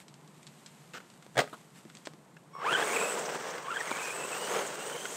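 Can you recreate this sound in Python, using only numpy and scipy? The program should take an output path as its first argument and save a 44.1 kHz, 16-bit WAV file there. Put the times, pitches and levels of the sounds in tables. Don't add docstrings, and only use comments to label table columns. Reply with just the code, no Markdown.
import sys
import numpy as np
from scipy.fft import rfft, irfft, next_fast_len
from scipy.io import wavfile
from scipy.ndimage import uniform_filter1d, map_coordinates

SR = 44100
rng = np.random.default_rng(int(sys.argv[2]) if len(sys.argv) > 2 else 0)


def store_pcm(level_fs):
    pcm = np.round(np.clip(level_fs, -1, 1) * 32767).astype(np.int16)
    wavfile.write(sys.argv[1], SR, np.atleast_2d(pcm).T)


N = 227688

# frequency in Hz, level in dB.
TRAFFIC_TONE = [(100, -24.5), (200, 6.5), (270, 1.5), (340, 2.5), (600, -2), (1000, -1.5), (2000, -15.5),
                (4000, -62), (10000, -56)]
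HUM_TONE = [(20, -28), (45, -16), (70, -8), (105, -13.5), (130, -7.5), (148, 0), (175, -4.5), (230, -11),
            (400, -29.5), (1000, -89)]
JACKET_TONE = [(800, -2.5), (2000, 2.5), (3500, -0.5), (5500, -4.5), (8300, 0.5), (10000, -9.5),
               (12500, -7), (13500, -25), (16000, -32)]
CLICK_TONE = [(300, -16), (1200, -0.5), (2200, 2.5), (4200, 4.5), (6000, -0.5), (8300, 3), (10500, -27),
              (14000, -36), (16000, -39)]
PLASTIC_TONE = [(40, -29), (150, -7), (500, -2.5), (1000, -10), (1400, 3), (1900, -5), (2400, -9),
                (2900, -6.5), (4000, -14), (8000, -17), (11000, -39), (14000, -23), (16000, -51)]
SOLE_TONE = [(40, -21), (100, -17), (260, 5.5), (600, 5.5), (1200, 0), (2500, -7), (4500, -11.5),
             (8000, -18), (12000, -32)]
THUD_TONE = [(25, -13), (70, -19), (130, -11), (350, 0.5), (520, 9), (740, 6.5), (1000, -4), (1500, -5),
             (3000, -14), (8500, -18), (11000, -37)]
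SHELL_TONE = [(150, -25), (700, -8), (1300, 7), (1950, 2), (2600, -1), (3400, -2), (4300, -2.5),
              (6000, -10.5), (8500, -8.5), (11000, -31), (14200, -19), (16000, -26)]
SUSPENSION_TONE = [(40, -45), (100, -10), (300, -3.5), (700, -3), (1000, 2.5), (1450, -1), (2000, -23),
                   (3800, -13.5), (5000, -34), (8500, -23), (12000, -38)]
JUDDER_TONE = [(60, -22), (150, 5.5), (300, -14), (480, 5), (800, -2), (1700, -10), (2800, -25),
               (8000, -32)]
GEARBOX_TONE = [(450, -26), (800, -6), (1130, 3), (1600, 4), (2000, -7.5), (2550, 1), (3200, 7),
                (4300, -28), (5100, -18), (5750, -11.5), (6400, -5), (7100, -10), (7900, 4), (9200, -4.5),
                (10200, -10), (11500, -25), (14200, -6), (18000, -47)]
TYRE_TONE = [(88, -47.5), (150, -14), (285, -13), (451, 1), (725, -7.5), (1100, -14.5), (1430, -31),
             (2420, -120)]
RATTLE_TONE = [(60, -48), (450, -14), (750, -1.5), (1100, 0), (1550, -1), (2100, -6), (2600, -9),
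               (3100, -10), (4000, -18.5), (5200, -20), (7000, -29), (12000, -41.5)]
HISS_TONE = [(100, -33), (3000, -3), (5000, -6.5), (6200, -2), (7200, 0.5), (8000, 3), (8800, -1.5),
             (10000, -16), (11700, -25.5), (13000, -15), (14000, -9), (15000, -22), (16000, -19)]
MICROPHONE_TONE = [(20, -10), (45, -16), (68, -21.5), (95, -11.5), (130, 0)]
# multiple of the centre frequency, level in dB.
SPRAY_TONE = [(.1, -30), (.6, -16), (1, 6.5), (1.35, -9), (1.7, -24), (2.6, -21)]

# pitch in Hz, level in dB, seconds to fade by 60 dB.
PANEL_NOTES = [(1480, 0, .03), (2080, -3, .025), (2950, -9, .025)]
HEEL_NOTES = [(230, -2, 0.076), (333, 4, 0.049), (650, -12, .04)]
FRAME_NOTES = [(145, -0.5, 0.057), (259.4, -13, 0.18), (423, -7.5, 0.18), (605, 6.5, 0.041),
               (700, 2, 0.057), (825, 1.5, 0.041), (1252, -3.5, 0.1), (1435, -4, 0.052), (1650, 0, 0.04),
               (1930, 3, 0.024), (2200, -4.5, .04), (3380, -2.5, 0.025), (4400, -21, 0.049)]
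LINK_NOTES = [(1640, 0, 0.033), (1730, -5, 0.037), (2680, -4, 0.032)]

# start in seconds, level in dB.
SHARP_CLICKS = [(.082, -39), (.141, -41), (.277, -45), (.430, -41.5), (.468, -38), (.474, -39.5),
                (.662, -34.5), (.665, -39.5), (1.101, -42), (1.139, -47.5), (1.225, -44), (1.8996, -44.5),
                (1.951, -36.5), (1.9704, -39), (2.054, -38), (2.0585, -31.5)]
PLASTIC_CLACKS = [(1.003, -34.5), (1.225, -40), (1.8996, -40), (2.3675, -39), (2.91, -26), (3.5805, -22.5),
                  (3.667, -33), (3.734, -33), (4.916, -29.5), (5.054, -20.5)]
SHELL_SLAPS = [(1.378, -19.5), (1.3895, -21), (1.3915, -21.5), (1.4008, -21), (1.403, -20)]
MOTOR_JERKS = [(2.551, -35.5), (2.564, -36), (2.581, -39), (2.588, -34.5), (2.602, -37), (2.617, -35)]
TYRE_CRACKS = [(2.7252, -39), (2.7546, -35), (3.1946, -34), (3.2574, -37), (3.4934, -34), (3.8047, -30),
               (3.91, -21.5), (4.5909, -23), (4.7032, -39), (4.791, -42)]
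TYRE_BUMPS = [(2.871, -22), (3.194, -20), (3.283, -24), (3.324, -24), (4.246, -23.5)]

# middle in seconds, half length in seconds, level in dB.
JACKET_RUSTLES = [(-0, 0.029, -56), (0.718, 0.56, -62.5), (1.524, 0.19, -61.5), (1.779, 0.03, -59),
                  (1.983, 0.19, -63.5)]
# start in seconds, sole level in dB, heel level in dB.
FOOTSTEPS = [(1.265, -42.5, -68), (1.852, -44, -41.5), (2.072, -27, -45), (2.136, -41.5, -48)]
# start in seconds, level in dB, extra ringing in dB.
LANDING_BLOWS = [(1.3545, -42, 9), (1.358, -32.5, 2), (1.3695, -24, 6.5), (1.378, -22, 5.5),
                 (1.3867, -18.5, 3), (1.3895, -17, 7), (1.3925, -14.5, 1.5), (1.4055, -25, 1),
                 (1.415, -21, -16), (1.44, -35, 2), (1.475, -41, 6)]
# start in seconds, level in dB, loss per bounce in dB.
SUSPENSION_KNOCKS = [(1.529, -33, 0.5), (2.722, -18.5, 9), (3.011, -22, 2), (3.766, -38, 2),
                     (3.9134, -18, 12), (4.177, -29, 6), (4.246, -32.5, 2)]

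# multiple of the base pitch, level in dB.
COIL_HARMONICS = [(1, -5.5), (2, -17), (3, -27), (5, -18), (7, -29)]
RASP_HARMONICS = [(2, -2), (3, -5.5), (4, -4.5), (5, -6.5), (6, -8), (7, -8), (8, -7), (9, -16)]
# time in seconds, rate in Hz.
TOOTH_RATE = [(2.61, 450), (2.64, 660), (2.675, 1180), (2.74, 1680), (2.81, 1880), (2.88, 2340),
              (2.955, 2690), (3.11, 2680), (3.3, 2000), (3.66, 1030), (3.695, 1150), (3.71, 1410),
              (3.80, 2060), (4.0, 2580), (4.17, 2680), (4.33, 2740), (4.46, 3000), (4.55, 3310),
              (4.8, 2730), (4.93, 3050), (5.16, 3350)]
# time in seconds, distance in metres.
TRUCK_PATH = [(2.6, 1.12), (2.85, 1.18), (3.05, 1.2), (3.3, 1.77), (3.65, 2.72), (4.0, 2.04), (4.3, 2.36),
              (4.55, 1.89), (4.8, 2.75), (5.16, 3.7)]
# start in seconds, length in seconds, whine level in dB,
# its fade in dB per second, rasp level in dB.
SQUEEZES = [(2.632, .451, -29.5, 8, -37), (3.68, .88, -31.5, 5, -39.5), (4.804, .4, -34, 4, -37.5)]
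# middle in seconds, half length in seconds,
# share of speed lost, extra whine in dB.
TYRE_BITES = [(2.679, .012, .02, 6), (2.72, .0099, .099, 0.5), (2.757, .012, .13, 5.5),
              (2.829, .011, .17, 1), (2.849, .01, .08, 0), (2.892, .011, .15, 7.5), (2.924, .014, .15, 7.5),
              (2.974, .011, .15, 9.5), (3.015, .014, .10, 6), (3.06, .016, .068, 6.5),
              (3.731, .011, .17, 7), (3.774, .011, .17, 6), (3.816, .012, .13, 12.5),
              (3.889, .012, .15, 12.5), (3.934, .01, .11, 9), (3.968, .013, .13, 10.5),
              (4.015, .011, .11, 11), (4.066, .028, .04, 7.5), (4.114, .02, .087, 9),
              (4.237, .025, .038, 4), (4.333, .012, .061, 8.5)]
# middle in seconds, half length in seconds, change in dB.
WHEEL_LIFTS = [(3.86, .012, -4), (4.15, 0.013, -5), (4.288, 0.018, -6), (4.376, 0.019, 0), (4.55, .07, -7),
               (4.868, 0.031, -8), (5.12, .04, -3)]
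# middle in seconds, half length in seconds, roar change in dB,
# rattle change in dB.
ROUGH_PATCHES = [(2.795, 0.031, 2, 5.5), (3.17, 0.11, 1, 0.5), (3.505, 0.11, 2, 3.5), (3.981, 0.22, -5, 2),
                 (4.575, 0.065, 4.5, 6.5)]
# middle in seconds, half length in seconds, level in dB, centre frequency in Hz.
GRIT_SPRAYS = [(2.858, .03, -50, 5950), (2.925, 0.017, -43, 6400), (3.195, 0.01, -38.5, 7200),
               (3.26, 0.0085, -47.5, 5900), (3.377, 0.25, -53, 5800), (3.508, 0.011, -52, 5900),
               (4.05, 0.023, -47.5, 5850), (4.373, 0.0098, -45.5, 5460), (4.441, 0.046, -50.5, 4680),
               (4.672, 0.01, -41, 7400), (5.144, 0.062, -45.5, 7130)]

ROLL_S, ROLL_RISE_S = 2.646, 0.082
CRUISE_HZ = 2504


def amp(db):
    return 10 ** (np.asarray(db) / 20)


def unit(x):
    return x / np.sqrt(np.mean(x ** 2) + 1e-20)


def along(points, hz):
    freqs, levels = np.transpose(points)
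    return np.interp(np.log(hz + 1), np.log(freqs + 1), levels)


def curve(rows):
    return np.interp(np.arange(N) / SR, *np.transpose(rows))


def wobble(rate):
    return map_coordinates(rng.standard_normal(N // 8), [np.arange(N) * rate / SR], mode="wrap")


def gate(s, length, attack, release):
    t = np.arange(N) / SR
    return 10 ** (np.minimum(t - s, 0) / attack - np.maximum(t - s - length, 0) / release)


def swell(s, width):
    return np.exp(-((np.arange(N) / SR - s) / width) ** 2)


def coloured(x, tone):
    size = 2 * next_fast_len(N // 2 + 8192)
    gain = unit(amp(along(tone, np.fft.rfftfreq(size, 1 / SR))))
    cepstrum = irfft(np.log(np.maximum(gain, 1e-6)))
    cepstrum[1:size // 2] *= 2
    cepstrum[size // 2 + 1:] = 0
    return irfft(rfft(x, size) * np.exp(rfft(cepstrum)))[:N]


def noise(tone):
    return unit(coloured(rng.standard_normal(N), tone))


def grains(rate, spread_db):
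    hit = rng.random(N) < rate / SR
    return unit(hit * rng.choice([-1, 1], N) * amp(spread_db * np.minimum(rng.exponential(size=N), 4)))


def add(track, s, sound):
    part = track[round(s * SR):][:len(sound)]
    part += sound[:len(part)]


def contacts(rows, tone, t60, tail_db, tail_t60, snap):
    track, t = np.zeros(N), np.arange(SR // 2) / SR
    for s, db, *_ in rows:
        fade = amp(-60 * t / t60) + amp(tail_db - 60 * t / tail_t60)
        burst = fade * rng.standard_normal(len(t))
        add(track, s, amp(db) * (snap * (t == 0) + burst))
    return coloured(track, tone)


def bounces(s, db, gap, loss_db, count):
    return [(s + gap * (k + rng.uniform(-.25, .25) * (k > 0)), db - loss_db * k) for k in range(count)]


def tap(s, db, notes, rise):
    age = np.maximum(np.arange(N) / SR - s, 0)
    ring = sum(amp(level - 60 * age / t60) * np.sin(2 * np.pi * hz * age) for hz, level, t60 in notes)
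    return amp(db) * (1 - np.exp(-age / rise)) * ring


def distance_db():
    return -20 * np.log10(np.maximum(curve(TRUCK_PATH), .5))


def traffic():
    rush = amp(-61 + 0.5 * wobble(25)) * noise(TRAFFIC_TONE)
    hum = amp(-60 + 0.97 * wobble(16)) * noise(HUM_TONE)
    return rush + hum


def jacket(resting_db=-68):
    creases = grains(200, spread_db=4) + 2.5 * rng.standard_normal(N)
    moves = sum(amp(db) * swell(s, width) for s, width, db in JACKET_RUSTLES)
    level = np.hypot(amp(resting_db), moves) * amp(0.15 * wobble(24.2))
    return level * unit(coloured(creases, JACKET_TONE))


def sharp_clicks():
    return amp(-8.5) * contacts(SHARP_CLICKS, CLICK_TONE, t60=0.01, tail_db=-11.5, tail_t60=0.14, snap=3.8)


def loose_plastic():
    clatter = bounces(s=.9355, db=-26.5, gap=0.005, loss_db=0.3, count=10)
    hits = PLASTIC_CLACKS + clatter
    clacks = contacts(hits, PLASTIC_TONE, t60=0.033, tail_db=-27, tail_t60=0.79, snap=1.6)
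    panels = sum(tap(s, db, PANEL_NOTES, rise=.0005) for s, db in PLASTIC_CLACKS)
    return amp(-13.5) * clacks + amp(-11) * panels


def shoes():
    soles = contacts(FOOTSTEPS, SOLE_TONE, t60=0.019, tail_db=-24, tail_t60=0.23, snap=10.8)
    heels = sum(tap(s, db, HEEL_NOTES, rise=0.0022) for s, _, db in FOOTSTEPS)
    return amp(-7.5) * soles + heels


def landing(tyre_give_s=0.00066):
    ring, t = np.zeros(N), np.arange(SR // 2) / SR
    hz, level, t60 = np.transpose(FRAME_NOTES)[:, :, None]
    soft_start = 1 - np.exp(-t / tyre_give_s)
    for s, db, extra_db in LANDING_BLOWS:
        strength, detune, side = rng.standard_normal((3, len(FRAME_NOTES), 1))
        fades = amp(level + 2 * strength - 60 * t / t60)
        notes = np.sign(side) * fades * np.sin(2 * np.pi * hz * (1 + 0.018 * detune) * t)
        add(ring, s, amp(db + extra_db) * soft_start * notes.sum(axis=0))
    thuds = contacts(LANDING_BLOWS, THUD_TONE, t60=0.03, tail_db=-16, tail_t60=0.15, snap=0.74)
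    slaps = contacts(SHELL_SLAPS, SHELL_TONE, t60=0.032, tail_db=-14, tail_t60=0.19, snap=1.0)
    return amp(-14) * ring + amp(-7) * (thuds + slaps)


def suspension():
    hits = []
    for s, db, loss_db in SUSPENSION_KNOCKS:
        hits += bounces(s, db, gap=0.0045, loss_db=loss_db, count=4)
    return amp(-8.5) * contacts(hits, SUSPENSION_TONE, t60=0.03, tail_db=-18.5, tail_t60=0.23, snap=5.8)


def steering_link():
    return tap(s=2.368, db=-46, notes=LINK_NOTES, rise=0.00036)


def motor_start(start_s=2.525, end_s=2.71, coil_hz=1114, sag_hz_per_s=250, ring_hz=1110):
    age = np.maximum(np.arange(N) / SR - start_s, 0)
    phase = 2 * np.pi * np.cumsum(coil_hz - sag_hz_per_s * age) / SR
    level = amp(-45 - 45 * age) * gate(start_s + 0.017, end_s - start_s, attack=0.021, release=.02)
    stutter = amp(5 * wobble(120))
    sound = level * stutter * np.sqrt(2) * sum(amp(db) * np.sin(k * phase) for k, db in COIL_HARMONICS)
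    t = np.arange(SR // 8) / SR
    ring = amp(7 - 60 * t / 0.023) * (1 - np.exp(-t / 0.0015)) * np.sin(2 * np.pi * ring_hz * t)
    for s, db in MOTOR_JERKS:
        add(sound, s, amp(db) * ring)
    judder = contacts(MOTOR_JERKS, JUDDER_TONE, t60=0.028, tail_db=-22, tail_t60=0.13, snap=1.6)
    return sound + amp(-11) * judder


def tooth_load(rasp_lag_s=0.062):
    t = np.arange(N) / SR
    whine, rasp = np.full((2, N), 1e-6)
    for s, length, db, fade_db, rasp_db in SQUEEZES:
        whine += amp(db - fade_db * (t - s)) * gate(s, length, attack=0.094, release=0.049)
        rasp += amp(rasp_db) * gate(s + rasp_lag_s, length, attack=0.11, release=0.038)
    return 20 * np.log10([whine, rasp]) + distance_db()


def grip_db(speed, lead_s=.008, hop_lag_s=0.025):
    slip = -7.5 * speed ** 2
    bites = sum(db * swell(s - lead_s, width) for s, width, _, db in TYRE_BITES)
    hops = -3.5 * sum(swell(s + hop_lag_s, 0.0034) for s, *_ in TYRE_BITES)
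    lifts = sum(db * swell(s, width) for s, width, db in WHEEL_LIFTS)
    return slip + bites + hops + lifts


def gear_whine(flutter_db=2.5, rasp_db_per_octave=9):
    drag = sum(share * swell(s, width) for s, width, share, _ in TYRE_BITES)
    steady_hz = uniform_filter1d(curve(TOOTH_RATE), size=300) * (1 - drag)
    speed = steady_hz / CRUISE_HZ
    load_db, chatter_db = tooth_load()
    hz = steady_hz * (1 + speed ** 2 * (.009 * wobble(70) + .012 * wobble(900)) + .012 * wobble(400))
    rough_db = 3.2 * wobble(300) + flutter_db * np.minimum(speed, 1) * wobble(70)
    phase = 2 * np.pi * np.cumsum(hz) / SR
    second_db = -7 + .7 * (load_db + 31) - 10 * np.maximum(speed - .7, 0)
    third_db = -6 + 16 * np.minimum(np.log2(speed / 0.82), 0)
    harmonics = [(1, 0), (2, second_db), (3, third_db)]
    tones = sum(amp(db + along(GEARBOX_TONE, k * hz)) * np.sin(k * phase) for k, db in harmonics)
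    whine = amp(load_db + grip_db(speed) + rough_db) * tones
    off_centre = 1 + .35 * np.sin(phase / 13 + wobble(25))
    rasp = np.zeros(N)
    for k, db in RASP_HARMONICS:
        width_hz = 14 * k ** 3.1
        smear = wobble(width_hz) * np.sin(k * phase) + wobble(width_hz) * np.cos(k * phase)
        rasp += amp(db + along(GEARBOX_TONE, k * hz)) * smear
    rasp_db = chatter_db + rasp_db_per_octave * np.log2(speed) + 0.5 * wobble(40)
    return off_centre * (whine + amp(rasp_db) * rasp)


def rolling():
    speed = curve(TOOTH_RATE) / CRUISE_HZ
    octaves, far_db = np.log2(speed), distance_db()
    speeding_up = np.clip(np.gradient(uniform_filter1d(speed, size=4000)) * SR, 0, 1)
    patches_db = sum(np.outer(changes, swell(s, width)) for s, width, *changes in ROUGH_PATCHES)
    tyres_db, frame_db = far_db + patches_db
    bumps_db = 1.3 * wobble(50)
    roar = amp(-35.5 + 3.5 * octaves + tyres_db + bumps_db) * noise(TYRE_TONE)
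    shaking = grains(900 * speed, spread_db=2.0) + 1.1 * rng.standard_normal(N)
    rattle_db = -38 - 0.5 * octaves + 1.5 * speeding_up + frame_db + bumps_db
    rattle = amp(rattle_db) * unit(coloured(shaking, RATTLE_TONE))
    fizz = grains(900 * speed, spread_db=-0.5) + 2 * rng.standard_normal(N)
    hiss_db = -43.5 + 5.5 * octaves + 0.53 * far_db + .5 * bumps_db + wobble(60)
    hiss = amp(hiss_db) * unit(coloured(fizz, HISS_TONE))
    return gate(ROLL_S + 0.01, N / SR, attack=ROLL_RISE_S, release=1) * (roar + rattle + hiss)


def pebbles():
    flicks = unit(coloured(grains(25, spread_db=2.5), PLASTIC_TONE))
    moving = gate(ROLL_S + ROLL_RISE_S, N / SR, attack=0.033, release=1)
    return amp(-47 + distance_db()) * moving * flicks


def grit_spray():
    crackle = grains(1500, spread_db=2.5) + .3 * rng.standard_normal(N)
    showers = np.zeros(N)
    for s, width, db, hz in GRIT_SPRAYS:
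        tone = np.multiply(SPRAY_TONE, [hz, 1])
        showers += amp(db) * swell(s, width) * unit(coloured(crackle, tone))
    cracks = contacts(TYRE_CRACKS, CLICK_TONE, t60=0.006, tail_db=-22, tail_t60=.08, snap=1.6)
    return showers + amp(-10) * cracks


def tyre_thumps():
    return amp(-9) * contacts(TYRE_BUMPS, TYRE_TONE, t60=0.032, tail_db=-20, tail_t60=.1, snap=2.7)


def scene():
    driving = motor_start() + gear_whine() + rolling() + pebbles() + grit_spray()
    knocks = landing() + loose_plastic() + suspension() + steering_link() + tyre_thumps()
    return (driving + knocks + sharp_clicks() + shoes() + traffic() + jacket())[None]


def record(dry, top_hz=15750):
    size = next_fast_len(N + SR // 4)
    hz = np.fft.rfftfreq(size, 1 / SR)
    gain = amp(along(MICROPHONE_TONE, hz)) * (hz < top_hz)
    return irfft(rfft(dry, size) * gain, size)[:, :N]


dry = scene()
out = record(dry)
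store_pcm(out)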